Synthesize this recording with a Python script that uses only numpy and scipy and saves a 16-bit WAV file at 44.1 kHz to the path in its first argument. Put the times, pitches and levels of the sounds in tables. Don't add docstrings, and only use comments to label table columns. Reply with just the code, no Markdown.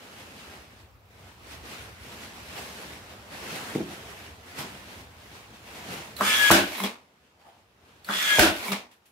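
import sys
import numpy as np
from scipy import signal
from scipy.fft import rfft, irfft, next_fast_len
from scipy.io import wavfile
from scipy.ndimage import uniform_filter1d

SR = 44100
rng = np.random.default_rng(int(sys.argv[2]) if len(sys.argv) > 2 else 0)


def boost(x):
    u = np.asarray(x, float) / 20
    return 10 ** u


def store_wav(level_fs):
    pcm = np.round(np.clip(np.atleast_2d(level_fs), -1, 1) * 32767)
    wavfile.write(sys.argv[1], SR, pcm.T.astype(np.int16))


N = 401751
T = np.arange(N) / SR


def evened(x):
    return x / np.sqrt(np.mean(x ** 2) + 1e-20)


def wander(size):
    return evened(uniform_filter1d(rng.standard_normal(N), size=size))


def tent(t, s, db, rise, fall):
    return db - np.where(t < s, (s - t) * rise, (t - s) * fall)


def curve(rows, axis=1):
    return np.interp(T, np.array(rows)[:, 0], np.array(rows)[:, axis])


def during(t, start, end):
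    return uniform_filter1d(1. * (t >= start) * (t < end), size=88)


def read(points, hz):
    f, value = np.transpose(points)
    return np.interp(np.log(hz + 1), np.log(f + 1), value)


def panned(pan_db):
    return boost([[pan_db / 2], [-pan_db / 2]])


def band(x, lo_hz, hi_hz):
    size = next_fast_len(N)
    hz = np.fft.rfftfreq(size, 1 / SR)
    low_cut = 1 + (lo_hz / (hz + 1)) ** 8
    high_cut = 1 + (hz / hi_hz) ** 8
    return evened(irfft(rfft(x, size) / low_cut / high_cut, size)[:, :N])


# (frequency [Hz], left-right likeness [-1 to 1])
COHERENCE = [(60, 0.94), (180, 0.98), (550, 0.66), (1650, -0.12), (4970, 0.085), (15000, -0.24)]
# (frequency [Hz], left-right level [dB])
LEAN = [(60, 0.5), (240, 0.0), (950, -0.5), (3770, 0), (15000, -2)]


def coherent(left, other, hz):
    same = np.clip(read(COHERENCE, hz), -1, 1)[:, None]
    return np.array([left, same * left + np.sqrt(1 - same ** 2) * other])


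def noise(colour, peaks=(), patchy_db=1.5, flicker_db=1.):
    frames, hz = N // 256 + 5, np.fft.rfftfreq(1024, 1 / SR)
    a, b, c, d, patches = rng.standard_normal((frames, 513, 5), dtype=np.float32).T
    patches = uniform_filter1d(patches, size=10, axis=0)
    patches = evened(uniform_filter1d(patches, size=8, axis=1))
    z = coherent(a + 1j * b, c + 1j * d, hz)
    resonances = sum(boost(db) / np.hypot(1, 2 * (hz - f) / width) for f, width, db in peaks)
    shape = boost(read(colour, hz)) * (1 + resonances)
    lean = boost(np.array([.5, -.5])[:, None] * read(LEAN, hz))
    z = z * (shape * lean)[..., None] * boost(patchy_db * patches)
    sound = signal.istft(z, nperseg=1024, noverlap=768)[1][:, :N]
    return sound * boost(flicker_db * wander(130))


def two_band(x, low_db, high_db, lo_hz, top_db=0):
    high = band(x, 1500, 17000)
    top = signal.sosfilt(signal.butter(2, 5500, "high", fs=SR, output="sos"), high)
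    high = high + (boost(top_db) - 1) * top
    return boost(low_db) * band(x, lo_hz, 1500) + boost(high_db) * high


def tones(partials, wobble):
    drift = np.cumsum(1 + wobble * wander(400)) / SR
    return evened(sum(boost(db) * np.sin(2 * np.pi * hz * drift) for hz, db in partials))


def singing(rows, fade, lead):
    out = np.zeros((2, N))
    for s, db, hz, pan_db in rows:
        phase = 2 * np.pi * hz * T + np.array([[lead], [0]])
        out += boost(tent(T, s, db + 3, fade, fade)) * panned(pan_db) * np.sin(phase)
    return out


# (frequency [Hz], density [dB per Hz])
DISTANT = [(15, -57), (25, -34), (50, -9), (63, 3), (89, 0), (145, -16), (198, -10), (251, -12),
           (300, -14.5), (390, -37), (660, -120)]
# (time [s], level [dB])
RUMBLE = [(0.0, -69), (0.1, -61), (0.56, -56), (0.99, -57), (1.49, -53.5), (3.14, -54.5), (6.47, -54.5),
          (6.88, -67.5), (7.13, -74), (7.79, -68), (8.27, -63), (8.6, -67), (9.11, -74.5)]


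def outdoor_rumble():
    return boost(curve(RUMBLE)) * band(noise(DISTANT, patchy_db=1.5, flicker_db=0.6), 45, 120)


# (frequency [Hz], density [dB per Hz])
HISS = [(1470, -26.5), (2500, 3.5), (3160, -10.5), (3920, -9), (9510, -18), (12500, -7), (16000, -3)]


def microphone_hiss():
    gain_db = uniform_filter1d(curve(RUMBLE), size=30000) + 55
    return boost(.8 * gain_db - 67.5) * evened(noise(HISS, patchy_db=0.3, flicker_db=-2.0))


# (time [s], level [dB], relative treble [dB], rise [s per 10 dB], fall [s per 10 dB])
MOVES = [(.03, -49, -1, .1, .3), (.2, -50.5, 2, .2, .25), (.4, -50, 1, .2, .3), (.55, -50, 0, .2, .15),
         (.72, -60, 0, .03, .1), (.81, -58, 1, .1, .07), (1.11, -62, 0, .03, .2), (1.2, -58, 0, .1, .2),
         (1.29, -53, -1, .15, .1), (1.53, -44, 1, .1, .08), (1.66, -48, 2, .03, .2),
         (1.73, -46, 2, .1, .15), (1.81, -49, 2, .1, .15), (2.04, -51, 2, .06, .3), (2.13, -49, 2, .2, .2),
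         (2.24, -46.5, 3, .1, .12), (2.36, -51, 2, .03, .3), (2.48, -49, 2, .2, .3),
         (2.58, -42.5, 3, .08, .25), (2.82, -46.5, 1, .3, .3), (2.93, -48.5, 1, .2, .1),
         (3.12, -48.5, -1, .15, .14), (3.33, -45, 0, .025, .3), (3.55, -39, 2, .2, .2),
         (3.7, -43, 1, .2, .15), (3.76, -44, 1, .05, .08), (3.92, -44.5, 1, .08, .15),
         (4.1, -48, 1, .3, .3), (4.26, -50, 1, .3, .15), (4.49, -49, 1, .07, .3), (4.59, -36, 2, .025, .09),
         (4.76, -49.5, 1, .2, .2), (4.92, -49, 1, .2, .2), (5.0, -50, 1, .1, .05), (5.23, -54, 1, .15, .2),
         (5.36, -50, 2, .15, .15), (5.56, -52, 0, .1, .1), (5.68, -50, 1, .1, .2), (5.77, -45.5, 1, .1, .2),
         (5.93, -39, 1, .09, .19),
         (7.0, -62, -3, .1, .2), (7.25, -68, 1, .2, .2), (7.41, -65.5, 2, .03, .3),
           (7.6, -69, 3, .2, .06), (7.9, -59, -1, .14, .5), (6.168, -54, 8, .003, .07),
           (8.047, -61, 9, .003, .06), (8.915, -62, 6.5, .004, .05), (9.058, -69, 8, .004, .05)]


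def movements(still_db, treble):
    t = T[::64]
    steep = 10 + 1.5 * treble
    power = 0
    for s, db, treble_db, rise_s, fall_s in MOVES:
        peak_db = db - .6 + treble * (treble_db + .5)
        power = power + boost(2 * tent(t, s, peak_db, steep / rise_s, steep / fall_s))
    return 10 * np.log10(boost(2 * still_db) + np.interp(T, t, power))


# (frequency [Hz], density [dB per Hz])
CLOTH = [(59, -15), (100, 5), (166, -9), (202, 1.5), (244, -6.5), (452, -6), (502, -4.5), (558, -9.5),
         (608, -6), (1480, -9.5), (2690, -11.5), (12700, -28.5), (16000, -28)]
# (time [s], level [dB])
TICKS = [
    (6.166, -48),
    (8.046, -55),
    (8.918, -76),
    (9.058, -67),
]


def rustle():
    cloth = noise(CLOTH, patchy_db=1.15, flicker_db=0.62)
    still_db = -62.5 + .3 * (uniform_filter1d(curve(RUMBLE), size=20000) + 56)
    high_db = movements(-71, 1)
    top_db = .1 * (high_db + 52)
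    rubbing = two_band(cloth, movements(still_db, 0), high_db, 110, top_db)
    ticks = sum(boost(tent(T, s, db, 4000, 170)) for s, db in TICKS)
    return rubbing + ticks * band(cloth, 8500, 16500)


# (frequency [Hz], width [Hz], level [dB])
RAIL = [
    (810, 150, 5),
    (646, 110, -5),
    (3070, 90, -7),
]


def sliding_hand():
    peaks = [(f, width, db + 36.0) for f, width, db in RAIL]
    scrape = evened(noise([(100, -27.5), (16000, -29)], peaks, patchy_db=2.3, flicker_db=2.2))
    return boost(tent(T, 7.495, -52.5, 130, 140)) * scrape


# (slam time [s], gain at the catch [dB], gain just before the slam [dB])
SHOTS = [
    (6.504, 0.1, 0.1),
    (8.3855, -6, -1.5),
]
SHOT = (T > np.mean(np.array(SHOTS)[:, 0])).astype(int)
SINCE = T - np.array(SHOTS)[SHOT, 0]
CHOP_S, CATCH_S, COAST_S, BRAKE_S, LATCH_S = -.322, -.292, .12, .265, .333
RUN = np.maximum(SINCE - CATCH_S, 0)


def winding_gain_db():
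    _, catch_db, loaded_db = np.array(SHOTS)[SHOT].T
    return (loaded_db + (catch_db - loaded_db) * np.clip(SINCE / CATCH_S, 0, 1)) * (SINCE < 0)


# (frequency [Hz], density [dB per Hz])
GEARS = [(88, -65), (150, -22.5), (504, -23), (601, -15), (675, -22), (1140, -14.5), (1560, -10.5),
         (1660, -11), (1790, -12.5), (2810, -17), (3350, -13), (4000, -18.5), (8500, -21), (11500, -25),
         (16000, -24)]
# (frequency [Hz], width [Hz], level [dB])
HOUSING = [(2140, 44, -6), (2360, 84, -2.5), (2820, 54, -5), (3270, 810, -11), (5080, 85, -8),
           (6700, 60, -10), (11700, 73, -14.5)]


def gear_rattle():
    gain_db = winding_gain_db()
    teeth = noise(GEARS, [(f, width, db + 6.) for f, width, db in HOUSING], patchy_db=1.86, flicker_db=1.0)
    winding_db = tent(SINCE, -.01, -33, 3, 400) - 99 * (SINCE < CATCH_S)
    low_db = np.maximum(tent(SINCE, -.29, -25, 900, 130), winding_db)
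    high_db = -23.7 - 12 * np.exp(-RUN / .03)
    high_db = high_db + 480 * np.minimum(SINCE - CATCH_S, 0)
    rattle = two_band(teeth, low_db + gain_db, high_db + gain_db, 150)
    brake = boost(-46) * (SINCE > BRAKE_S) * (SINCE < BRAKE_S + .07)
    fan = boost(-52) * (SINCE > COAST_S) * (SINCE < LATCH_S + .02)
    air = uniform_filter1d(brake + fan, size=300) * band(teeth, 9500, 16500)
    return during(SINCE, CHOP_S - .02, .008) * rattle + air


# (frequency [Hz], density [dB per Hz])
COASTING = [(88, -46), (150, -27), (193, 0), (280, -23.5), (398, -23.5), (1040, -20), (1530, -24.5),
            (2220, -17), (6020, -29), (11500, -36.5), (16000, -36.5)]


def coasting_gears():
    latched = SINCE > LATCH_S
    low_db = np.where(latched, tent(SINCE, .333, -31, 3000, 170), tent(SINCE, .3, -38, 90, 60))
    latch_high_db = low_db + tent(SINCE, .345, 4, 300, 55)
    high_db = np.where(latched, latch_high_db, tent(SINCE, .28, -36, 30, 20))
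    top_db = -65 * np.maximum(SINCE - LATCH_S, 0)
    run_down = two_band(noise(COASTING, patchy_db=1.0, flicker_db=1.3), low_db, high_db, 254, top_db)
    return during(SINCE, COAST_S, .8) * run_down


# (frequency [Hz], level [dB])
HUM = [
    (197, 2.5),
    (135, -20),
    (405, -7),
    (615, -16),
    (810, -22),
]


def stalled_hum():
    starting_db = tent(SINCE, -.29, -31, 1400, 170) + winding_gain_db()
    braking_db = np.minimum(tent(SINCE, .342, -27.5, 330, 420), tent(SINCE, .305, -40, 900, -900))
    heard = during(SINCE, -1, 1) * (1 - during(SINCE, -.2, .2))
    return boost(np.maximum(starting_db, braking_db)) * heard * tones(HUM, .03)


# (frequency [Hz], level [dB])
CHOPPER = [
    (3920, -3.5),
    (7840, -5),
    (11760, 1.5),
    (15680, -3),
]


def chopper():
    start = boost(-50 + winding_gain_db()) * (SINCE > CHOP_S) * (SINCE < CATCH_S + .003)
    low = start + boost(-50) * (T > 6.77) * (T < 6.9)
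    chop = uniform_filter1d(low, size=300) * boost(2.4 * wander(150)) * tones(CHOPPER[:1], .003)
    return chop + boost(-2.0) * uniform_filter1d(start, size=300) * tones(CHOPPER[1:], .002)


# (time [s], left level [dB], right level [dB], left lead [rad])
WHINE = [(6.225, -42, -42, 1.6), (6.26, -35, -32, 1.8), (6.29, -30, -27, 1.8), (6.34, -29.5, -28.5, .8),
         (6.365, -40, -37, -1), (6.4, -20, -30, -1.7), (6.44, -16.5, -31, -.6), (6.5, -19, -34, .3),
         (8.105, -46, -46, 1.3), (8.145, -43, -42, 1.6), (8.18, -46, -48, 1), (8.22, -35, -34, -.2),
         (8.245, -43, -40, 0), (8.27, -31, -38, 2.4), (8.325, -18.5, -29, 1.7), (8.35, -21, -26.5, 1.6),
         (8.384, -28, -33, 1.2)]
# (time [s], left level [dB], right level [dB])
OCTAVE = [(6.235, -45, -48), (6.28, -27, -33), (6.31, -31, -36), (6.34, -30, -28), (6.39, -36, -35),
          (6.44, -35, -34), (6.48, -28.5, -32), (6.5, -31, -35), (8.115, -46, -46), (8.14, -33, -32),
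          (8.165, -37, -34), (8.19, -32, -29), (8.225, -35, -38), (8.26, -34, -29), (8.28, -38, -30),
          (8.31, -30, -30), (8.345, -36, -29), (8.384, -31, -28)]
# (time [s], level [dB], frequency [Hz], left-right level [dB])
STRANDS = [(6.3, -35, 1272, -5), (6.3, -36, 3004, 0), (6.33, -33.5, 2197, 2), (6.33, -34, 2352, 6),
           (6.35, -32, 3330, 0), (6.39, -33, 3255, 0), (6.47, -36, 2358, 1), (8.145, -37, 3370, 0),
           (8.21, -38, 1925, 0), (8.325, -32, 2125, 2), (8.34, -35, 2408, 2), (8.335, -32.5, 3228, 2)]


def gear_mesh():
    hz = 1752 * (1 - .16 * np.exp(-RUN / .021))
    hz = hz - (1752 - 1660) / (1 + np.exp((.165 - RUN) / .035))
    hz = hz - 20 * np.exp(np.minimum(SINCE, 0) / .008)
    turns = np.cumsum(hz * (1 + .002 * wander(200))) / SR
    whine_db = np.array([curve(WHINE, axis=1), curve(WHINE, axis=2)])
    rough = np.clip((-28. - whine_db.max(0)) / 8., 0, 1)
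    phase = 2 * np.pi * turns + np.outer([1, 0], curve(WHINE, axis=3))
    mesh = boost(whine_db + 3. + 2.5 * rough * wander(300)) * np.sin(phase)
    octave = 2 * 2 * np.pi * turns + np.array([[1.9], [0]])
    fuzz = wander(80) * np.sin(octave) + wander(80) * np.cos(octave)
    octave_gain = boost([curve(OCTAVE, axis=1), curve(OCTAVE, axis=2)])
    mesh += octave_gain * (1.2 * np.sin(octave) + .7 * fuzz)
    mesh += singing(STRANDS, 130, .9)
    return during(SINCE, CATCH_S + .012, -.003) * mesh


def ring(hz, t60):
    t = np.arange(8000) / SR
    return np.sin(2 * np.pi * hz * t) * boost(-60 * t / t60) * (1 - np.exp(-t * 2500.))


def add(mix, s, sound, pan_db):
    part = mix[:, round(s * SR):][:, :sound.shape[-1]]
    part += panned(pan_db) * sound[..., :part.shape[1]]


# (time [s], peak level [dB])
BUMPS = [
    (3.752, -22),
    (3.7585, -16),
    (3.787, -23),
    (3.805, -23),
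    (3.811, -26),
]
# (frequency [Hz], level [dB], T60 [s])
PLANK = [(204, -17, .3), (131, -19, .04), (217, -12, .04), (250, -6, .04), (280, -6, .045),
         (340, -4.5, .06), (410, -12, .04), (600, -18, .03), (720, -21, .03), (1250, -24, .025),
         (1800, -26, .02)]


def bumping_plank():
    out = np.zeros((2, N))
    knock = sum(boost(db) * ring(hz, t60) for hz, db, t60 in PLANK)
    knock = signal.lfilter(*signal.butter(2, 150., "high", fs=SR), knock)
    for s, db in BUMPS:
        add(out, s, boost(db) * knock, 0)
    return out


# (time [s], peak level [dB], ring frequency [Hz], left-right level [dB])
TRIGGER = (.024, .3), [(6.166, -32.5, 4130, -7), (6.1665, -40, 4500, -3.5), (8.046, -39, 4280, -1),
           (8.0465, -43, 4590, -3.5)]
CATCH = (.016, .05), [(6.2093, -6.5, 1130, -2), (6.22, -15, 1225, 0), (6.2225, -17, 1400, -8),
         (8.089, -18, 1420, 7), (8.102, -18.5, 1270, -6)]
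DRIVER = (.008, .02), [(6.5043, 2.5, 1060, 0), (6.5052, -6, 440, 0), (6.5074, -13, 880, -.5),
          (8.38, -18, 760, 1), (8.3856, -5.5, 870, -1.5), (8.3868, -6, 500, 0)]
NAIL = (.013, .27), [(6.5125, -4, 1303, 4), (6.5155, -3, 1530, -3), (8.392, -8.5, 2200, -6.5),
        (8.394, -9, 1540, -2), (8.3955, -9, 1800, 0), (8.398, -10, 1600, -.5)]
CAM = (.022, .2), [(6.782, -31, 1040, 1), (6.802, -21.5, 1045, -4), (6.837, -24, 620, 2),
       (8.664, -33, 1000, 4), (8.683, -27, 1000, 1), (8.719, -26, 1200, 1)]
PAWL = (.05, .3), [(6.732, -34, 2230, -9), (6.8, -28, 2140, -1), (8.681, -26.5, 2280, -6)]
STOP = (.03, .6), [(6.837, -23.5, 3365, 4), (8.719, -28, 3990, 8)]
GRIT = (.012, .15), [(3.751, -27, 2140, -2), (8.913, -58, 2130, -1)]
SWITCH = (.012, .3), [(6.732, -42, 11000, 0), (6.8, -40, 12500, 0), (8.657, -40, 11800, 0)]


def gun_parts():
    out = np.zeros((2, N))
    for (t60, crack), blows in (TRIGGER, CATCH, DRIVER, NAIL, CAM, PAWL, STOP, GRIT, SWITCH):
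        for s, db, hz, pan_db in blows:
            low, high = rng.uniform(1.0, 1.15, 2)
            body = ring(hz, t60) + 0.18 * ring(.62 * low * hz, t60) + 0.15 * ring(high * hz, 0.67 * t60)
            snap = rng.standard_normal((2, 8000)) * np.exp(-np.arange(8000) / 220.0)
            add(out, s, boost(db) * (body + crack * snap), pan_db)
    return out


# (peak level [dB], frequency [Hz], T60 [s], left-right level [dB])
JOLTS = [
    [(-27, 100, .09, 18), (-35, 65, .1, 10), (-17.5, 196, 0.12, -0.5)],
    [(-26, 88, 0.11, 18), (-31, 65, .12, 14), (-24, 200, .14, 2.5)],
]


def jolts():
    out = np.zeros((2, N))
    for (s, _, _), rows in zip(SHOTS, JOLTS):
        for db, hz, t60, pan_db in rows:
            add(out, s + .007, boost(db) * ring(hz, t60), pan_db)
    return out


# (frequency [Hz], density [dB per Hz])
BLAST = [(24, -50.5), (40, -20), (165, -28), (329, -4.5), (479, -17.5), (600, -5), (1210, -16.5),
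         (1520, -6), (2000, -16.5), (2840, -13.5), (3830, -18), (12500, -30.5), (16000, -30.5)]
# (frequency [Hz], level [dB])
RINGING = [(199, -5.5), (285, 2), (337, 1), (405, -5.5), (610, -4), (722, -4), (1125, -7.5), (1495, -3.5)]
# (time [s], level [dB], frequency [Hz], left-right level [dB])
BOARDS = [(6.528, -25, 331, 0), (6.535, -33, 608, 0), (6.54, -30, 700, 0), (6.558, -26, 282, 0),
          (6.57, -32, 374, 0), (6.605, -30, 347, 0), (6.645, -38, 325, 0), (6.7, -42, 320, 0),
          (8.402, -29, 600, 0), (8.423, -25, 328, 0), (8.422, -30, 570, 0), (8.43, -31, 398, 0),
          (8.443, -27.5, 312, 0), (8.455, -29, 705, 0), (8.48, -35, 339, 0), (8.53, -39, 322, 0)]


def slam():
    limited_db = np.minimum(tent(SINCE, .008, -18.5, 3000, 65), tent(SINCE, .09, -24, -900, 165))
    level_db = np.maximum(tent(SINCE, .009, -16, 3000, 500), limited_db)
    high_db = level_db + np.maximum(tent(SINCE, .045, 4, 100, 30), 1.2)
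    build_db = level_db - 9 * np.exp(-np.maximum(SINCE, 0) / .022)
    blast = noise(BLAST, patchy_db=0.5, flicker_db=-0.2)
    wash = boost(level_db - 28. - 70 * SINCE) * band(blast, 53, 125)
    wash += boost(build_db - 6.5) * band(blast, 190, 480)
    wash += boost(level_db - 1.5) * band(blast, 480, 1500)
    wash += boost(high_db - 1.5) * band(blast, 1500, 4500)
    wash += boost(high_db - 3.5 - 62 * SINCE) * band(blast, 4500, 17000)
    modes = sum(boost(db + 2.4 * wander(1200)) * tones([(hz, 0)], .012) for hz, db in RINGING)
    boards = during(SINCE, .004, .4) * singing(BOARDS, 300, .15)
    return boost(-1.0) * wash + boost(build_db - 8.0) * evened(modes) + boards


# (frequency [Hz], T60 [s])
GARAGE = [(100, 0.42), (500, .3), (2000, 0.18), (8000, 0.26)]


def garage(x):
    taps = np.zeros((2, SR // 2))
    slots = np.arange(200, SR // 2 - 22, 22)
    at = slots + rng.integers(0, 22, (2, len(slots)))
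    np.put_along_axis(taps, at, rng.choice([-1., 1.], at.shape), 1)
    hz, t, z = signal.stft(taps, SR, nperseg=256)
    decay = boost(-60 * t / read(GARAGE, hz)[:, None])
    tail = signal.istft(coherent(z[0], z[1], hz) * decay, SR, nperseg=256)[1]
    return signal.fftconvolve(x, tail / np.linalg.norm(tail[0]), axes=1)[:, :N]


def scene():
    background = outdoor_rumble() + microphone_hiss() + rustle() + sliding_hand()
    motor = gear_rattle() + coasting_gears() + stalled_hum()
    whine = chopper() + gear_mesh()
    struck = bumping_plank() + gun_parts() + jolts()
    echoes = garage(boost(-5.0) * struck + boost(-13.) * whine)
    return background + motor + whine + struck + slam() + echoes


def low_pass(x):
    return signal.sosfilt(signal.butter(12, 16660, fs=SR, output="sos"), x)


def record(dry):
    dry = signal.sosfilt(signal.butter(4, 54., "high", fs=SR, output="sos"), dry)
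    port_hz, width_hz, port_db = 11900, 2600, 3.5
    port = signal.lfilter(*signal.iirpeak(port_hz, port_hz / width_hz, fs=SR), dry)
    dry = dry + (boost(port_db) - 1) * port
    limited = np.tanh(dry / 1.2) * 1.2
    edge = signal.firwin(511, 15760, window=("kaiser", 9), fs=SR)
    mix = signal.oaconvolve(limited, edge[None], "same")
    return low_pass(mix)


dry = scene()
out = record(dry)
store_wav(out)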